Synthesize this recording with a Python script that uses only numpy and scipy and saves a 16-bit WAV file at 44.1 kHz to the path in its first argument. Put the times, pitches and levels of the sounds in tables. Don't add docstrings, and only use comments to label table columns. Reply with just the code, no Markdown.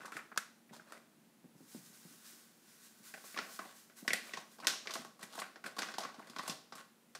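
import sys
import numpy as np
from scipy import signal
from scipy.fft import rfft, irfft, next_fast_len
from scipy.io import wavfile

SR = 44100
rng = np.random.default_rng(int(sys.argv[2]) if len(sys.argv) > 2 else 0)


def put_to_file(sound):
    columns = np.atleast_2d(sound).T
    safe = np.clip(columns, -1, 1)
    whole_steps = np.round(safe * 32767)
    wavfile.write(sys.argv[1], SR, whole_steps.astype(np.int16))


N = 317079
T = np.arange(N) / SR
FILTERS = {}
PUFF_T60, PANEL_T60, CRACK_T60, EDGE_T60 = 0.59, 0.4, 0.46, 0.32
# (pitch [Hz], relative level [dB])
FILM_PATCHES = [(420, -2), (560, 1.5), (720, -12.5), (900, -2.5), (1100, 2), (1300, -1), (1500, -2.5),
                (1750, -1), (2050, -2.5), (2500, -8)]


def from_db(db):
    return 10 ** (np.asarray(db) / 20)


def rms_one(x):
    return x / np.sqrt(np.mean(x ** 2) + 1e-20)


def level_curve(rows):
    s, db = np.transpose(rows)
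    fade = np.interp(T, [s[0] - .03, s[0], s[-1], s[-1] + 0.019], [0, 1, 1, 0])
    return from_db(np.interp(T, s, db)) * fade


def at_hz(points, hz):
    table = np.array(points)
    return np.interp(np.log(hz + 1), np.log(table[:, 0]), table[:, 1])


def band(x, low_hz, high_hz, order=2):
    edges = (order, low_hz, min(high_hz, .45 * SR))
    if edges not in FILTERS:
        FILTERS[edges] = signal.butter(order, edges[1:], "band", fs=SR, output="sos")
    return signal.sosfilt(FILTERS[edges], x)


def resonance(x, hz, width_hz):
    r = np.exp(-np.pi * width_hz / SR)
    feedback = [1, -2 * r * np.cos(2 * np.pi * hz / SR), r * r]
    return signal.lfilter(np.array([1, 0, -1]) * (1 - r * r) / 2, feedback, x)


def coloured(x, spectrum):
    size = next_fast_len(N)
    gain = from_db(at_hz(spectrum, np.fft.rfftfreq(size, 1 / SR)))
    return rms_one(irfft(rfft(x, size) * gain, size)[:N])


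def drift(rate):
    knots = rng.standard_normal(2000)
    return rms_one(np.interp(T * rate, np.arange(len(knots)), knots))


def grains(per_s, spread_db, size=N):
    clicks = np.zeros(size)
    at = np.flatnonzero(rng.random(size) < per_s / SR)
    excess = rng.standard_exponential(size)[at]
    sign = np.sign(rng.random(size)[at] - .5)
    clicks[at] = sign * from_db(spread_db * np.minimum(excess, 4))
    return clicks


def gesture(s, rise_s, hold_s, fall_s):
    rise = np.clip((T - s) / rise_s, 0, 1)
    return rise * np.exp(-np.clip((T - s - rise_s - hold_s) / fall_s, 0, 20))


def add(track, s, sound):
    at = max(0, round(s * SR))
    track[at:at + len(sound)] += sound[:max(0, N - at)]


def snaps(settle_s=0.0043, crease_s=0.0075, panel_flip=0.55, panel_room_db=-0.65, clean_above_db=-42,
          firm_db=22, room_db=-5.5, close_room_db=-12, level_db=-3.5):
    # (time [s], panel pitch [Hz], panel level before level_db [dB],
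    # crack level re panel [dB], top edge level re panel [dB], relative strength of the first flip [ratio])
    buckle_events = [(0.056, 1460, -48, -4, -5.5, .3), (0.079, 1000, -48, -14, -18, .5),
                     (0.1208, 1450, -43.5, -13, -12, 1.1), (0.1672, 1330, -38.5, -14.5, -12.5, 0.42),
                     (0.189, 1750, -48, -22, -29, .3), (0.206, 1780, -56.5, -22, -28, .3),
                     (0.237, 1700, -68, -26, -25, .3), (0.316, 1250, -49, -22, -34, .2),
                     (0.323, 1530, -52, -33, -30, .2), (0.3614, 880, -49.5, -10, -26, 1.4),
                     (0.3751, 1470, -29, -4.5, -6, 0.18), (0.693, 1990, -62.5, -14, -20, .3),
                     (0.7317, 890, -52, -11, -32, 1.1), (0.796, 1420, -52, -22, -30, 0.92),
                     (0.9223, 1390, -47, -9, -7.5, 1.4), (3.1394, 1740, -48, -7.5, -8, .7),
                     (3.1739, 1540, -56, -8, -18, .6), (3.2387, 1070, -59, -7, -10, 0.58),
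                     (3.344, 1820, -52, -8, -25, 1.2), (3.3632, 1110, -45.5, -10, -25, .6),
                     (3.3743, 1650, -39.5, -4, -19, 0.65), (3.3881, 1350, -36.5, -4, -22, 0.75),
                     (3.402, 1900, -56, -2, -18, .7), (3.443, 2000, -58, -12, -24, .5),
                     (3.492, 1110, -60.5, -6, -20, .5), (3.5903, 1150, -40, -11, -20, 0.25),
                     (3.651, 780, -55.5, -14, -22, 0.77), (3.8983, 1540, -63, -6, -20, .8),
                     (4.048, 740, -54, -18, -22, 0.44), (4.0782, 1720, -32, -2.5, -8, .25),
                     (4.1054, 2070, -34.5, -12, -30, .9), (4.1324, 1880, -32, -2.5, -2.5, 0.28),
                     (4.292, 2260, -56, -11, -9, .4), (4.3357, 1870, -42.5, -2, -20, 0.47),
                     (4.371, 1030, -43.5, -2.5, -17, 0.23), (4.585, 900, -55.5, -7, -13, 0.46),
                     (4.601, 1020, -54, 1, -7, 0.5), (4.632, 700, -54, -19, -11, 0.43),
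                     (4.6459, 1040, -48, -2, -10, .9), (4.6704, 1580, -34.5, 10.5, 4, 1.1),
                     (4.679, 1720, -41, 5.5, -9, .4), (4.6995, 1500, -44, 4, -13, 0.66),
                     (4.856, 1150, -52.5, -7, -10, .5), (4.8723, 2034, -43, 0.5, -15, 1.5),
                     (4.896, 1210, -47.5, -6, -18, .4), (4.9076, 1220, -48, 6.5, -6, 0.54),
                     (4.938, 1130, -52, 13.5, 9, 0.62), (4.9547, 1290, -42, -4, -8, .8),
                     (4.9605, 700, -46.5, -11, -18, 0.66), (5.0487, 1140, -50.5, -5, -6, 1.4),
                     (5.1922, 1170, -59.5, -5, -3, 0.32), (5.229, 1620, -51, 1, 3, 0.63),
                     (5.353, 1060, -50.5, -16, -3, .6), (5.3778, 730, -44, -18, -9, 0.54),
                     (5.389, 1140, -44.5, -3, -9, .5), (5.398, 900, -54.5, 6, 10, 0.36),
                     (5.418, 1400, -41, -8.5, -26, 0.31), (5.5586, 1320, -52, -6, -25, 0.71),
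                     (5.64, 1520, -46, -9, -12, .3), (5.662, 1500, -44.5, -4, -6, 0.4),
                     (5.7657, 1160, -49.5, -3, -8, .4), (5.785, 850, -40, -7, -11, 0.98),
                     (5.7891, 1520, -40.5, 4, -3.5, .6), (5.8198, 1590, -41, 2, -9, 0.52),
                     (5.8309, 1080, -42.5, -3, -25, 1.2), (5.887, 1530, -46.5, -6, -21, 0.76),
                     (5.94, 1400, -49, 1.5, -10, 0.89), (5.9832, 850, -37, -2.5, -8, .6),
                     (6.005, 700, -46, 0, -8, 0.55), (6.036, 1190, -47.5, 1.5, -22, 0.8),
                     (6.05, 1270, -42, -10, -24, 0.62), (6.09, 1010, -53, -11, -19, 0.68),
                     (6.1431, 910, -55, -3, -14.5, 0.55), (6.1942, 960, -49.5, -15, -16, 0.81),
                     (6.225, 1530, -59, -17, -18, 0.62), (6.272, 1540, -60, 0, -2, 0.8),
                     (6.298, 695, -60, 7, 3, .5), (6.362, 1100, -44.5, -4, -15, 0.32),
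                     (6.3857, 1120, -47.5, 5, -6, 0.59), (6.392, 1080, -39, -12, -18, 0.22),
                     (6.432, 1100, -54, -6, -4, 0.57), (6.4777, 1110, -43.5, 1, 3, 0.38),
                     (6.4968, 1070, -51.5, 14, 6.5, 0.46), (6.521, 695, -51, -4, -18, .8),
                     (6.723, 1160, -48.5, -2.5, -18, 0.45), (6.7536, 1250, -55.5, 1.5, 2, 0.54),
                     (7.15, 1410, -49.5, 2, -3.5, 0.33)]
    # (time [s], puff level change [dB])
    puff_change = [(0.4, -5), (1.7, 1), (3.3, 1)]
    # (time [s], factor [0-1])
    slip_strength = [(0.4, 0.72), (3.3, 0.6)]
    # (panel level [dB], overtone share [ratio], top of ring over pitch [ratio])
    hardness = [(-51.5, 0.055, 1.61), (-39, 0.13, 1.91), (-27, 0.4, 1.5)]
    typical_puff_db, typical_panel_db, puff_follows = -50, -44, 0.69
    crease_centre_hz, scatter_octaves = 5000, 0.18
    hard_db, overtones, top_ratios = np.transpose(hardness)
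    out = np.zeros(N)
    for s, hz, panel_db, crack_db, edge_db, flip in buckle_events:
        loose = np.clip(1.0 - (panel_db - clean_above_db) / firm_db, .4, 1.3)
        wet_db = np.interp(s, [.2, .38, .9], [room_db, close_room_db, room_db])
        db = panel_db + level_db
        puff_db = typical_puff_db + puff_follows * (panel_db - typical_panel_db) + level_db
        puff_db += np.interp(s, *np.transpose(puff_change))
        crease_hz = crease_centre_hz * 2 ** (scatter_octaves * (2 * rng.random() - 1))
        slips = settling() * np.interp(s, *np.transpose(slip_strength))
        overtone = np.interp(panel_db, hard_db, overtones)
        top_ratio = np.interp(panel_db, hard_db, top_ratios)

        def ring(x):
            return panel(x, hz, overtone=overtone, top_ratio=top_ratio)

        def ring_all_sides(x):
            return panel(x, hz, 0.4, overtone, top_ratio)

        add(out, s, snap_part(ring, db, settle_s * loose, panel_flip * flip, slips,
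                              PANEL_T60, wet_db + panel_room_db, room_body=ring_all_sides))
        add(out, s, snap_part(pouch, puff_db, 0.0085 * loose, panel_flip * flip, slips, PUFF_T60, wet_db))
        add(out, s, snap_part(lambda x: crease(x, crease_hz), db + crack_db, crease_s * loose, flip, slips,
                              CRACK_T60, wet_db))
        add(out, s, snap_part(top_edge, db + edge_db, crease_s * loose, flip, slips, EDGE_T60, wet_db))
    return out


def snap_part(body, level_db, settle_s, flip, slips, t60, room_db, room_body=None):
    direct = body(buckle(T[:len(slips)], settle_s, flip) + slips + 1e-18)
    tail = (room_body or body)(kitchen(T[:SR // 4], t60))
    sound = from_db(room_db) * tail / np.linalg.norm(tail)
    sound[:len(direct)] += direct / np.linalg.norm(direct)
    return from_db(level_db) * np.sqrt(SR / 100) * sound


def buckle(t, settle_s, flip, build_s=0.00065):
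    flurry = rng.standard_normal(len(t)) * np.exp(-t / settle_s) * (1 - np.exp(-t / build_s))
    push = flip * (t == 0) + flurry / np.linalg.norm(flurry)
    return push / np.linalg.norm(push)


def settling(slips_per_s=130, spread_db=2.5, relax_s=.022, level_db=-8):
    t = T[:SR // 14]
    slips = grains(slips_per_s, spread_db, len(t)) * np.exp(-t / relax_s)
    return from_db(level_db) * slips / (np.linalg.norm(slips) + 1e-9)


def panel(x, hz, broad=.12, overtone=.1, top_ratio=1.8, low_share=.62, q=4.2, overtone_ratio=1.76):
    ring = resonance(x, hz, hz / q) + overtone * resonance(x, hz * overtone_ratio, hz / q)
    return band(ring + broad * x, low_share * hz, np.clip(top_ratio * hz, 1700, 3100), order=3)


def pouch(x, boom_hz=192, width_hz=80, boom=0.42):
    return band(x + boom * resonance(x, boom_hz, width_hz), 168, 783, order=4)


def crease(x, hz, q=4.0):
    return band(band(x, 3300, 5030, order=1) + resonance(x, hz, hz / q), 2260, 7700)


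def top_edge(x):
    return band(band(x, 4900, 8750, order=1), 7150, 14700)


def rustle(clump_db=-0.5, creases_per_s=70, patch_width_hz=170, crumple_level_db=-4, buckles_db=-5, cracks_db=-8):
    # (time [s], length [s], relative crumple level [dB], relative slide level [dB])
    grips = [(-0.02, 0.083, -54, -67.5), (0.122, 0.06, -57, -61.5), (0.719, 0.054, -61, -60.5),
             (0.849, 0.13, -60, -69.5), (3.619, 0.11, -63.5, -66.5), (4.215, 0.2, -63, -64),
             (4.587, 0.15, -53.5, -73), (4.863, 0.16, -64, -60), (5.202, 0.043, -57, -60),
             (5.292, 0.11, -59.5, -58), (5.647, 0.034, -53, -58), (5.772, 0.15, -56, -61.5),
             (5.975, 0.08, -54, -61), (6.1, 0.28, -68.5, -72.5), (6.392, 0.135, -55, -59.5),
             (6.763, 0.05, -60, -61.5)]
    # (frequency [Hz], relative level [dB per Hz])
    slide_spectrum = [(500, -24), (2000, -26), (3500, 2.5), (5500, -2.5), (9000, -4.5), (15000, -15)]
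    rise_share, fall_s = 0.36, 0.0043
    clumps = from_db(clump_db * drift(110))
    creases = np.zeros(N)
    for hz, db in FILM_PATCHES:
        clicks = grains(creases_per_s, spread_db=0.0) * clumps
        creases += from_db(db) * resonance(clicks, hz, patch_width_hz)
    rings, cracks = small_buckles()
    crumple = from_db(crumple_level_db) * rms_one(band(creases, 150, 4200)) + from_db(buckles_db) * rings
    hiss = coloured(grains(1800, spread_db=2.5) * clumps, slide_spectrum)
    slide = hiss + from_db(cracks_db) * cracks
    out = np.zeros(N)
    for s, length_s, crumple_db, slide_db in grips:
        movement = gesture(s, rise_share * length_s, (1 - rise_share) * length_s, fall_s)
        out += movement * (from_db(crumple_db) * crumple + from_db(slide_db) * slide)
    return out


def small_buckles(per_patch_per_s=8.0, settle_s=0.0019, puff_db=-8):
    flips = []
    for _ in FILM_PATCHES:
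        clicks = grains(per_patch_per_s, spread_db=-1.0)
        push = buckle(T[:SR // 20], settle_s, flip=0.63)
        flips.append(signal.oaconvolve(clicks, push)[:N] + 1e-18)
    rings = sum(from_db(db) * panel(flip, hz) for flip, (hz, db) in zip(flips, FILM_PATCHES))
    cracks = band(sum(flips), 2800, 8800)
    puffs = band(sum(flips), 150, 356, order=3)
    return rms_one(rms_one(rings) + from_db(puff_db) * rms_one(puffs)), rms_one(cracks)


def powder(level_db=-1, flutter_db=2.0):
    # (time [s], flow level before level_db [dB])
    pour = [(1.58, -71.5), (1.74, -58), (1.85, -60.5), (2.41, -62.5), (2.57, -73), (2.75, -65),
            (3.0, -64.5), (3.55, -59.5), (3.9, -74), (4.5, -74)]
    # (time [s], surge level before level_db [dB])
    shakes = [(2.24, -59.5), (2.82, -66), (3.027, -57.5), (3.24, -59), (3.48, -65), (3.742, -62.5),
              (3.955, -57), (4.22, -61), (4.5, -64.5)]
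    # (frequency [Hz], relative level [dB per Hz])
    powder_spectrum = [(300, -12), (800, -10), (1500, 0), (2600, -8.5), (4000, -1), (6500, 1),
                       (10000, -0.5), (15000, -4.5)]
    flow = level_curve(pour)
    for s, db in shakes:
        flow += from_db(db) * gesture(s, rise_s=0.023, hold_s=0.035, fall_s=0.045)
    stream = grains(14000, spread_db=3.0) * from_db(flutter_db * drift(23.06))
    return from_db(level_db) * flow * band(coloured(stream, powder_spectrum), 220, 19000)


def bumps(level_db=2, width_hz=110, knock=0.61, room=0.34):
    # (time [s], peak level before level_db [dB], pitch [Hz])
    bump_events = [(0.154, -51, 172), (0.71, -51, 196), (1.443, -49, 190), (1.553, -55, 160),
                   (1.606, -54.5, 205), (1.748, -42.5, 178), (1.79, -58, 160), (1.9, -63, 240),
                   (2.052, -52, 165), (2.11, -57.5, 310), (2.331, -60, 326), (3.001, -61, 180),
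                   (4.026, -45, 230), (4.992, -47.5, 198), (5.232, -50.5, 192), (6.184, -49.5, 204),
                   (6.299, -50, 201), (6.494, -41, 192)]
    out, t = np.zeros(N), T[:SR // 3]
    for s, peak_db, hz in bump_events:
        push = buckle(t, settle_s=0.014, flip=1.0) + room * kitchen(t, PUFF_T60)
        thud = rms_one(band(resonance(push, hz, width_hz), 131, 446, order=3))
        thud += knock * rms_one(band(push, 185, 514))
        add(out, s, from_db(peak_db + level_db) * thud / np.abs(thud).max())
    return out


def fumbling(level_db=-75, knocks_per_s=45, start_s=1.0, rise_s=0.17, hold_s=0.87, fall_s=0.22):
    knocks = rms_one(band(grains(knocks_per_s, spread_db=5.0), 136, 307, order=3))
    return from_db(level_db) * gesture(start_s, rise_s, hold_s, fall_s) * knocks


def bowl(x, far_db=-12, near_db=-1.5):
    # (pitch [Hz], width [Hz], level before the nearness gain [dB])
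    bowl_modes = [(560, 34, -16), (660, 16, 0.5), (783, 39, 1), (1107, 43, 7), (1530, 110, 1.5),
                  (1963, 120, 0.5), (2010, 29, -32), (2500, 740, 1)]
    nearness = from_db(np.interp(T, [1.2, 2.2], [far_db, near_db]))
    return x + sum(from_db(db) * resonance(x * nearness, hz, width_hz) for hz, width_hz, db in bowl_modes)


def reflections(x):
    # (delay [s], level [dB])
    echoes = [(.0029, -32), (.0088, -36), (0.0094, -20)]
    out = x.copy()
    for delay_s, db in echoes:
        add(out, delay_s, from_db(db) * x)
    return out


def kitchen(t, t60, build_s=.010):
    decay = np.exp(-np.log(1000) * t / t60)
    tail = (rng.random(len(t)) - .5) * decay * np.minimum(t / build_s, 1)
    return tail / np.linalg.norm(tail)


def background(floor_db=-68, hum_hz=229.3, hum_db=-74, wander_hz=0.92, waver_db=1.0):
    # (frequency [Hz], relative level [dB per Hz])
    floor_spectrum = [(25, -0.5), (60, -15.5), (100, -16.5), (140, -6), (200, 0), (300, -3.5), (450, -9.5),
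                      (900, -13), (2000, -17), (5000, -21.5), (10000, -21.5), (15000, -24.5)]
    phase = 2 * np.pi * np.cumsum(hum_hz + wander_hz * drift(6.3)) / SR
    hum = from_db(hum_db + waver_db * drift(7.7)) * rms_one(np.sin(phase))
    return from_db(floor_db) * coloured(rng.standard_normal(N), floor_spectrum) + hum


def scene(hiss_room_db=-6):
    hiss = rustle() + powder()
    hiss_tail = signal.oaconvolve(hiss, kitchen(T[:SR // 3], CRACK_T60))[:N]
    hiss = hiss + from_db(hiss_room_db) * hiss_tail
    over_bowl = reflections(bowl(snaps() + hiss))
    return (over_bowl + bumps() + fumbling() + background())[None]


def record(dry, low_cut_hz=105, cutoff_hz=15600):
    thin = signal.sosfilt(signal.butter(2, low_cut_hz, "high", fs=SR, output="sos"), dry)
    return signal.sosfilt(signal.ellip(10, .2, 70, cutoff_hz, fs=SR, output="sos"), thin)


dry = scene()
out = record(dry)
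put_to_file(out)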